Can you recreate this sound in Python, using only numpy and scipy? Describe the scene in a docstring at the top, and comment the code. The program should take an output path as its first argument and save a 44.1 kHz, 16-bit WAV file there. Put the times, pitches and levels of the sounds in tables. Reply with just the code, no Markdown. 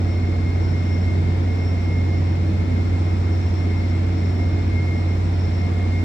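"""A large gas flare roars on an offshore platform, as shaped noise arriving from the left; the steel deck
sends back a diffuse rumble. Behind it a diesel generator hums on its firing tone and cycle orders, and
machines drone as beating and wavering sines. Two turbines and a compressor whine through turbulent air.
Two microphone ports pick it up, the right one muffled in the treble."""
import sys
import numpy as np
from scipy import signal
from scipy.fft import rfft, irfft, next_fast_len
from scipy.io import wavfile
from scipy.ndimage import uniform_filter1d

SR = 44100
rng = np.random.default_rng(int(sys.argv[2]) if len(sys.argv) > 2 else 0)


def put_to_file(sound):
    """Save the sound as 16-bit audio at rate SR, in the file named by the first command-line argument."""
    columns = np.atleast_2d(sound).T  # one column per channel
    safe = np.clip(columns, -1, 1)
    whole_steps = np.round(safe * 32767)
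    wavfile.write(sys.argv[1], SR, whole_steps.astype(np.int16))


N = 266364

# Flame strength; only the rumble's mean sets the flare's level, the rest is swell about the mean:
# (time [s], roar level [dB], rumble level [dB])
FLAME_SWELL = [(0.0, -41, -30), (0.6, -40.5, -29.5), (1.21, -40, -28.5), (1.81, -40.5, -30.5),
               (2.42, -40.5, -28.5), (3.02, -40, -28.5), (3.62, -40, -31), (4.23, -40, -29.5),
               (4.83, -40.5, -29), (5.44, -40, -31), (6.04, -39.5, -30)]
# Relative spectrum of the roar: (frequency [Hz], density [dB per Hz])
ROAR_SPECTRUM = [(20, -38.5), (45, -19), (70, -8.5), (130, -11.5), (260, -11), (400, -18.5), (500, -25),
                 (1000, -28), (1600, -35.5), (2900, -41.5), (6000, -45), (8000, -47), (9000, -60),
                 (15700, -63.5)]
# Resonances of pipes and steelwork: (frequency [Hz], width [Hz], height over the roar [dB])
STEEL_RESONANCES = [(247, 22, 4.5), (296, 25, -3), (320, 23, 4), (430, 36, 3), (537, 29, 4.5),
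                    (625, 16, 1.5), (712, 55, 5), (935, 30, 2), (2255, 1380, 7.5), (3630, 380, 4),
                    (4260, 440, 3.5), (5370, 370, 2.5), (11300, 1500, 2)]
# Likeness of the ports: (frequency [Hz], share thrown back evenly by the deck [0-1], share from the left [0-1])
PORT_LIKENESS = [(60, 0.76, 0.079), (202, 0.67, 0.3), (397, 0.39, 0.3), (700, 0.27, .4), (1110, 0.12, 0.57),
                 (1550, .05, 0.24), (1990, 0.13, 0.45), (3500, 0.02, 0.39), (4960, .02, 0.097),
                 (6500, 0.02, 0.091)]
# Generator, six firings a cycle: (multiple of the cycle rate [1], level [dB])
CYCLE_ORDERS = [(3, -52.5), (5, -57.5), (7, -45), (8, -55), (9, -41.5), (12, -41.5), (18, -50), (19, -55),
                (24, -62.5), (30, -51), (36, -59.5)]
# Pairs of like motors slightly out of step: (frequency [Hz], level of the first motor [dB],
# partner faster by [Hz], partner relative level [dB], in step at [s], wavering share [0-1])
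MOTOR_PAIRS = [(54.72, -35.6, 1.49, -8, 2.6, .1), (74.38, -37.3, .91, -8, 2.39, .55)]
# Machine tones: (frequency [Hz], level [dB], wavering share [0-1], wavering width [Hz])
DRONES = [(112.4, -48, .3, 1), (136.3, -45, .3, 1), (151.4, -44.5, .5, 1.5), (164.2, -49, .4, 1),
          (202.5, -43, .7, 3), (230.5, -45, .4, 1), (248.3, -46, .5, 2), (320.5, -42, .8, 5),
          (599, -58, .4, 2), (1088.1, -64, .3, 1), (1094.8, -62, .3, 1), (1203.8, -62, .3, 1),
          (1238.2, -62, .4, 2), (1350.5, -59.5, .3, 1), (1369, -65, .3, 1), (1465, -65, .3, 1),
          (1686, -67, .3, 1), (9648, -87, .9, 12), (9952, -91, .9, 12), (11458, -77.5, .9, 12)]
# Blade tones of slower turbine, faster turbine, compressor: frequency [Hz] each
BLADE_HZ = [2132.5, 2138.5, 5429]
# Their swell as the air drifts: (time [s], slower turbine [dB], faster turbine [dB], compressor [dB])
BLADE_SWELL = [(0.0, -52.5, -52.5, -57.0), (0.169, -44, -47.5, -55.5), (0.4, -56.5, -45.0, -59),
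               (0.7, -53.0, -49.5, -53.5), (1.0, -51.5, -45.5, -55.0), (1.299, -50, -52, -67),
               (1.57, -60.5, -46.5, -55), (2.1, -53.5, -43.5, -58), (2.4, -50.5, -54.5, -60.5),
               (2.55, -52.5, -52, -62.0), (2.75, -49, -48, -60.5), (3.25, -58.0, -53, -61),
               (3.45, -56, -57, -51), (3.7, -44, -49.0, -59), (4.049, -56, -52.0, -58),
               (4.5, -50.5, -47.5, -59.5), (4.85, -45.5, -43.5, -59.5), (5.3, -58.5, -52.5, -59),
               (5.549, -52, -52, -51.5), (5.801, -50.5, -49.0, -67), (6.04, -52, -43.5, -61)]
# Their paths, one row each: (right port against left [dB], wavering share [0-1], wavering width [Hz],
# mean halo level [dB], halo width [Hz], likeness of the ports [0-1])
BLADE_PATHS = [(-9, 0.13, 6, -54, 23, 0.88), (1, 0.4, 6, -51.5, 17, .75), (-6.5, .55, 14, -63, 41, 0.51)]
# Their octaves, one row each: (mean level [dB], wavering width [Hz])
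BLADE_OCTAVES = [(-66.5, 22), (-65, 22), (-80, 32)]
# Colour of the right port against the left: (frequency [Hz], gain [dB])
RIGHT_PORT_COLOUR = [(60, 1), (300, 1), (750, 3), (1150, -3), (2700, -1), (3700, -2), (4350, -1),
                     (5000, 1.5), (5600, 0.5), (6300, -13.5), (6900, -50), (8200, -40.5), (8600, -19.5),
                     (11000, -14.5), (15000, -18)]

LAG_S = .00054  # the right port hears the left-hand source later: about 19 cm more of air
FIRING_HZ, FIRING_DB = 89.92, -20.2
EDGE_HZ = 15750  # upper band limit of both ports


def gain_of(db):
    """Amplitude factor of a level in dB."""
    return 10 ** (np.asarray(db) / 20)


def evened(x):
    """Scale to an rms of one."""
    return x / np.sqrt(np.mean(abs(x) ** 2) + 1e-20)


def read_spectrum(points, hz):
    """Columns of a spectrum table, interpolated on a log-frequency axis."""
    f, *columns = np.transpose(points)
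    return np.array([np.interp(np.log(hz + 1), np.log(f + 1), v) for v in columns])


def follow(rows, t):
    """Columns of a curve table at the times t."""
    s, *columns = np.transpose(rows)
    return np.array([np.interp(t, s, v) for v in columns])


def port_noises(a, b, c, d, like):
    """Complex noise at the left and right port, sharing a part set by their likeness."""
    left, own = a + 1j * b, c + 1j * d
    return np.array([left, like * left + np.sqrt(abs(1 - abs(like) ** 2)) * own])


def wavering(share, width, like):
    """Complex gain per port: a steady path plus paths scattered by moving air."""
    hop, warm_up = 64, 2000  # samples; steps that let the filter settle
    step = np.arange(0, N + hop, hop)
    a, b, c, d = rng.standard_normal((4, len(step) + warm_up))
    like, share = np.clip(like, 0, 1), np.clip(share, 0, 1)
    noises = port_noises(a, b, c, d, like)
    r = np.exp(-np.pi * width * hop / SR)  # one-pole smoothing: slower for a narrower width
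    scattered = evened(signal.lfilter([1 - r], [1, -r], noises)[:, warm_up:])
    paths = np.sqrt(1 - share) + np.sqrt(share) * scattered
    return np.array([np.interp(np.arange(N), step, p) for p in paths])


def tone(turns, db, paths=np.ones((2, 1)), lag_turns=0.):
    """A sine of rms level db before its paths; the right port lags by lag_turns."""
    phase = turns + rng.random() - np.array([[0], [1]]) * lag_turns
    return np.sqrt(2) * gain_of(db) * (paths * np.exp(2j * np.pi * phase)).real


def flare():
    """Turbulent burning: wide noise ringing in the steelwork, partly direct from the left, partly diffuse."""
    size, hop = 8192, 2048
    frames, hz = N // hop + 5, np.fft.rfftfreq(size, 1 / SR)
    a, b, c, d, patches = rng.standard_normal((frames, len(hz), 5)).T
    # Patches of strength, smoothed over 40 bins and 3 frames
    patches = evened(uniform_filter1d(uniform_filter1d(patches, 40, 0), 3, 1))

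    even, direct = read_spectrum(PORT_LIKENESS, hz)
    like = even + direct * np.exp(-2j * np.pi * hz * LAG_S)
    like = (like / np.maximum(abs(like), 1))[:, None]
    noises = port_noises(a, b, c, d, like)

    roar_db, rumble_db = follow(FLAME_SWELL, np.arange(frames) * hop / SR)
    low = 1 / (1 + (hz[:, None] / 450) ** 4)  # below about 450 Hz the rumble swells on its own
    swell_db = low * (rumble_db - rumble_db.mean()) + (1 - low) * (roar_db - roar_db.mean())
    rings_db = sum(db / (1 + (2 * (hz - f) / width) ** 2) for f, width, db in STEEL_RESONANCES)
    spectrum_db = read_spectrum(ROAR_SPECTRUM, hz).T + rings_db[:, None]
    noises *= gain_of(spectrum_db + swell_db + .5 * patches)
    roar = signal.istft(noises, nperseg=size, noverlap=size - hop)[1][:, :N]
    return gain_of(rumble_db.mean() + 1.5) * evened(roar)


def generator(t):
    """The firing tone dominates; unequal cylinders add the other orders of the cycle."""
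    cycles = FIRING_HZ * t / 6
    # Almost steady, a hundredth of a turn earlier at the right port
    firing = tone(FIRING_HZ * t, FIRING_DB, wavering(0.00095, 2.4, 0.98), -.01)
    orders = sum(tone(k * cycles, db, wavering(0.18, 1.4, .9)) for k, db in CYCLE_ORDERS)
    return firing + orders


def motor_pairs(t):
    """Two nearly equal motor tones drift in and out of phase, so their level beats."""
    pairs = 0
    for hz, db, beat_hz, partner_db, in_step, share in MOTOR_PAIRS:
        beating = 1 + gain_of(partner_db) * np.exp(2j * np.pi * beat_hz * (t - in_step))
        pairs = pairs + tone(hz * t, db, beating * wavering(share, 4.1, 1.0), 0.044)
    return pairs * gain_of([[-.3], [.6]])  # a little stronger at the right port


def drones(t):
    """Pumps and fans: tones that waver on their way; those above 800 Hz come from the left."""
    return sum(tone(hz * t, db, wavering(share, width, 0.91), hz * LAG_S * (hz > 800))
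               for hz, db, share, width in DRONES)


def whines(t):
    """Blade tones with a fluttering halo and their octave; the two turbines beat against each other."""
    out = 0
    swells = follow(BLADE_SWELL, t)
    for hz, db, (octave_db, octave_width), path in zip(BLADE_HZ, swells, BLADE_OCTAVES, BLADE_PATHS):
        right_db, share, width, halo_db, halo_width, like = path
        lag_turns = hz * LAG_S
        balance = gain_of([[-right_db / 2], [right_db / 2]])
        blade = tone(hz * t, db, wavering(share, width, like), lag_turns) * balance
        swell_db = db - db.mean()
        halo = tone(hz * t, halo_db + swell_db, wavering(0.95, halo_width, like), lag_turns)
        octave_paths = wavering(.85, octave_width, like)
        octave = tone(2 * hz * t, octave_db + swell_db, octave_paths, 2 * lag_turns)
        out = out + blade + halo + octave
    return out


def scene():
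    """The flare in front, then the generator, the machines and the whines."""
    t = np.arange(N) / SR
    return flare() + generator(t) + motor_pairs(t) + drones(t) + whines(t)


def record(dry):
    """The two microphone ports: the right port's colour, then the band limit on both."""
    size = next_fast_len(N)
    colour_db = read_spectrum(RIGHT_PORT_COLOUR, np.fft.rfftfreq(size, 1 / SR))[0]
    right = irfft(rfft(dry[1], size) * gain_of(colour_db), size)[:N]
    ports = np.array([dry[0], right])
    band_limit = signal.firwin(1023, EDGE_HZ, window=("kaiser", 10), fs=SR)
    return signal.oaconvolve(ports, band_limit[None], "same")


dry = scene()
out = record(dry)
put_to_file(out)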